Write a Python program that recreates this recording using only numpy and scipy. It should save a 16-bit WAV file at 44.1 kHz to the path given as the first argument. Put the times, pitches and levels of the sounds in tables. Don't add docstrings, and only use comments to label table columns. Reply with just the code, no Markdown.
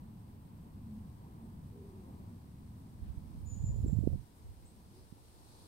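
import sys
import numpy as np
from scipy import signal
from scipy.fft import rfft, irfft
from scipy.io import wavfile
from scipy.ndimage import uniform_filter1d

SR = 44100
rng = np.random.default_rng(int(sys.argv[2]) if len(sys.argv) > 2 else 0)


def digitize_waveform(pressure):
    field = np.atleast_2d(pressure).T
    bounded = np.clip(field, -1, 1)
    quanta = np.round(bounded * 32767).astype(np.int16)
    wavfile.write(sys.argv[1], SR, quanta)


N = 250047
TIME = np.arange(N) / SR
FREQ = np.fft.rfftfreq(N, 1 / SR)

# frequency in Hz, relative level in dB.
ENGINE_TONE = [(15, -8), (28, -14), (60, -1.5), (95, 1), (150, -2.5), (215, -2.5), (320, -15), (440, -33.5),
               (650, -30), (1000, -25), (1400, -41.5), (2600, -54.5)]
TYRE_TONE = [(120, -30), (225, -3), (290, 7), (360, 4), (470, 1.5), (580, -4), (800, -2), (970, -1),
             (1350, -17.5), (2200, -24), (4000, -41)]
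LEAF_TONE = [(1200, -1), (2000, -11.5), (3200, -5), (4000, -3), (5000, -2), (6400, -5.5), (7400, -6.5),
             (8400, 0.5), (9500, -3.5), (11000, -4.5), (15000, -21)]
WIND_TONE = [(12, -25), (22, -8), (45, -1), (80, 5), (110, 1.5), (160, -12.5), (240, -23), (350, -39),
             (480, -54), (750, -50), (1200, -72)]
HISS_TONE = [(500, 5.5), (1700, 5), (3000, 1), (4500, -2.5), (6800, -21), (7700, -4), (8500, 0),
             (10000, -9), (12500, 1), (15500, -0.5)]
# time in seconds, level in dB.
RUMBLE_LEVELS = [(0, -49.5), (0.9, -50), (1.7, -51), (2.4, -53), (3.35, -50), (4.7, -62), (5.35, -66.5),
                 (5.67, -60)]
# peak time in seconds, rough length in seconds, pitch in Hz, level in dB.
DRONES = [(0.935, 0.11, 213, -45), (1.43, 0.11, 225, -53), (1.46, 0.088, 344, -62.5),
          (1.78, 0.094, 450, -66), (1.825, 0.14, 403, -58), (1.958, 0.12, 350, -60),
          (3.295, 0.11, 240, -58.5), (4.966, 0.065, 358, -64.5)]
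# peak time in seconds, fade time in seconds, level in dB.
CARS = [(0.205, 0.043, -72), (1.323, 0.18, -63.5), (2.095, 0.3, -65.5), (3.62, 0.33, -67),
        (5.564, 0.25, -67)]
# time in seconds, rustle level in dB.
BREEZE_LEVELS = [(0, -77.5), (2.4, -75), (4.4, -72.5), (5.33, -69), (5.47, -66.5), (5.67, -65)]
# peak time in seconds, fade time in seconds,
# centre frequency in Hz, band width in Hz, level in dB.
LEAF_BRUSHES = [(1.44, .03, 8500, 900, -79), (3.07, 0.036, 2200, 2600, -73.5),
                (4.373, 0.027, 9800, 3000, -72), (5.005, 0.06, 4930, 900, -76)]
# peak time in seconds, build-up in seconds,
# left strength in dB, right strength in dB.
WIND_GUSTS = [(3.07, 0.092, -51, -47), (3.45, .1, -47, -53), (3.71, 0.095, -35.5, -51),
              (3.87, 0.082, -34.5, -47), (3.99, 0.52, -48, -31), (4.142, 0.028, -36, -33.5),
              (4.499, 0.075, -47, -48), (4.62, 0.17, -58, -53), (5.03, 0.045, -55, -55),
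              (5.42, 0.99, -62, -59.5)]
# time in seconds, level in dB, pitch in Hz, fade time in milliseconds.
THUMPS = [(3.031, -28, 60, 4.3), (3.102, -31.5, 63, 11.6), (3.179, -25, 55, 3.1), (3.643, -18.5, 114, 2.1),
          (3.694, -22.5, 116, 3.8), (3.848, -24, 231, 1.9), (3.863, -29, 330, 1.4), (3.931, -17, 163, 2.5),
          (3.989, -16, 135, 1.5), (4.039, -23, 244, 1.3), (4.075, -9.5, 218, 0.76), (4.159, -26, 182, 1.7),
          (4.497, -44, 92, 9.1), (4.652, -42, 87, 3.3), (5.127, -34.5, 165, 1.5)]
# start in seconds, length in seconds, pitch in Hz, opening scoop in Hz,
# closing sag in Hz, relative level in dB, rasp in dB compared with the whistle.
BIRD_NOTES = [(3.453, .135, 7060, 0, 280, -52.5, -9), (3.607, .03, 7150, 150, 0, -60, 0),
              (3.633, .068, 7160, 0, 130, -47, -17), (3.858, .042, 7360, 60, 10, -57, -17),
              (3.902, .042, 7260, 0, 120, -63, -6), (4.649, .04, 8480, 2200, 300, -60.5, -6)]


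def undb(db):
    return 10 ** (np.asarray(db) / 20)


def unit(x):
    return x / np.sqrt(np.mean(x ** 2))


def curve(rows):
    return np.interp(TIME, *np.transpose(rows))


def tone(rows):
    hz, db = np.transpose(rows)
    return undb(np.interp(np.log(FREQ + 1e-3), np.log(hz), db))


def hump(hz, width_hz):
    return np.exp(-((FREQ - hz) / width_hz) ** 2)


def bell(at, fade_s):
    return np.exp(-((TIME - at) / fade_s) ** 2)


def shape(x, gain):
    return unit(irfft(rfft(x) * gain, N))


def noise(gain):
    return shape(rng.standard_normal(N), gain)


def pan(db):
    return undb(np.array([[db], [-db]]) / 2)


def wobble(rate):
    return noise(np.exp(-(FREQ / rate) ** 2) * (FREQ > 0))


def all_around(gain, mic_gap_s=0.00069):
    shared, opposite = rfft(rng.standard_normal((2, N)))
    alike = np.sinc(2 * FREQ * mic_gap_s)
    both = shared * np.sqrt(1 + alike) + opposite * np.sqrt(1 - alike) * np.array([[1], [-1]])
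    return unit(irfft(both * gain, N))


def engines(flutter_db=1.87, pitch_waver=0.0468):
    out = all_around(tone(ENGINE_TONE)) * undb(curve(RUMBLE_LEVELS) + flutter_db * wobble(1.94))
    for at, length, hz, db in DRONES:
        pitch = hz * (1 + pitch_waver * wobble(27.5))
        phase = 2 * np.pi * np.cumsum(pitch) / SR
        out += undb(db) * unit(np.sin(phase)) * bell(at, length) ** 2
    return out


def tyres(steady_db=-68, flutter_db=1.1, right_lag_s=0.00034, spread=0.66):
    gain = tone(TYRE_TONE)
    delay = np.exp(-2j * np.pi * FREQ * np.array([[0], [right_lag_s]]))
    road = unit(noise(gain * delay) + spread * all_around(gain))
    car_power = sum((undb(db) * bell(at, fade_s)) ** 2 for at, fade_s, db in CARS)
    level = np.sqrt(undb(steady_db) ** 2 + car_power)
    return road * level * undb(flutter_db * wobble(13)) * pan(db=2)


def leaves(uneven_db=3.0, flicker_db=0.62, near_peak_db=-72, near_growth=2.7):
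    touches = rng.standard_normal((3, 2, N))
    far, near, sprays = touches * undb(uneven_db * rng.exponential(size=touches.shape).clip(0, 4))
    breeze_db = curve(BREEZE_LEVELS)
    near_db = near_peak_db + near_growth * (breeze_db - breeze_db.max())
    out = shape(far, tone(LEAF_TONE)) * undb(breeze_db) * pan(db=2)
    out += shape(near, hump(hz=4250, width_hz=700)) * undb(near_db)
    for at, fade_s, hz, width, db in LEAF_BRUSHES:
        out += shape(sprays, hump(hz, width)) * undb(db) * bell(at, fade_s)
    return out * undb(flicker_db * wobble(11))


def gust(at, build_s, drop_share=0.38):
    drop = np.exp(-((TIME - at) / (drop_share * build_s)) ** 4)
    return np.where(TIME < at, bell(at, build_s), drop)


def wind(still_db=-73, calm_db=-38, swirl_hz=170, bunch_db=4.0, churn_db=-21, trim_db=-0.5):
    power = undb(still_db) ** 2
    for at, build_s, left_db, right_db in WIND_GUSTS:
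        power = power + (undb([[left_db], [right_db]]) * gust(at, build_s)) ** 2
    sides = []
    for blow_db in 10 * np.log10(power):
        flow = noise(tone(WIND_TONE))
        flow /= np.sqrt(uniform_filter1d(flow ** 2, size=3000))
        highs = irfft(rfft(flow) / (1 + (swirl_hz / (FREQ + 1)) ** 4), N)
        lows = flow - highs
        swirls = highs * undb(np.maximum(blow_db - calm_db, -6) + bunch_db * wobble(30))
        height = undb(blow_db) ** 2 / power.max()
        churn = noise(hump(hz=380, width_hz=230)) * flow * undb(churn_db) * height
        sides.append((lows + swirls + churn) * undb(blow_db + trim_db))
    return np.array(sides)


def thumps(left_db=-29.5):
    out = np.zeros(N)
    for at, db, hz, fade_ms in THUMPS:
        t = TIME - at
        swell = 1 / np.cosh(np.clip(t * 1000 / fade_ms, -40, 40))
        out += undb(db) * np.sin(2 * np.pi * hz * t) * swell
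    return out * undb([[left_db], [0]])


def hedges_and_wall(song, pan_db=4.5, direct_db=-8, hedge_db=-8.5, tail_s=0.56, wall_db=-29, wall_s=.105):
    tail = rng.standard_normal((2, SR)) * undb(-60 * TIME[:SR] / tail_s)
    tail /= np.sqrt(np.sum(tail ** 2, axis=1, keepdims=True))
    scattered = undb(hedge_db) * signal.fftconvolve(song[None], tail, axes=1)[:, :N]
    echo = undb(wall_db) * np.interp(TIME - wall_s, TIME, song)
    return (undb(direct_db) * song + echo) * pan(pan_db) + scattered * pan(pan_db / 2)


def bird(scoop_s=.009, waver_hz=32, shiver_db=2.8, rasp_width_hz=430, rasp_below_hz=76):
    song = np.zeros(N)
    for at, length, hz, scoop, sag, db, rasp_db in BIRD_NOTES:
        age = np.clip(TIME - at, 0, length)
        pitch = hz - scoop * np.exp(-(age / scoop_s) ** 2) - sag * (age / length) ** 2
        phase = 2 * np.pi * np.cumsum(pitch + waver_hz * wobble(217)) / SR
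        whistle = unit(np.sin(phase) * undb(shiver_db * wobble(160)))
        rasp = unit(noise(hump(0, rasp_width_hz)) * np.sin(phase - 2 * np.pi * rasp_below_hz * TIME))
        swell = np.abs(np.sin(np.pi * age / length)) ** 0.73
        song += (whistle + undb(rasp_db) * rasp) * undb(db) * swell
    return song


def scene():
    return engines() + tyres() + wind() + thumps() + leaves() + hedges_and_wall(bird())


def record(dry, hiss_db=-72.5, top_hz=15750):
    hiss = undb(hiss_db) * shape(rng.standard_normal((2, N)), tone(HISS_TONE))
    treble_cut = signal.ellip(12, .1, 80, top_hz, fs=SR, output="sos")
    return signal.sosfilt(treble_cut, dry + hiss)


dry = scene()
out = record(dry)
digitize_waveform(out)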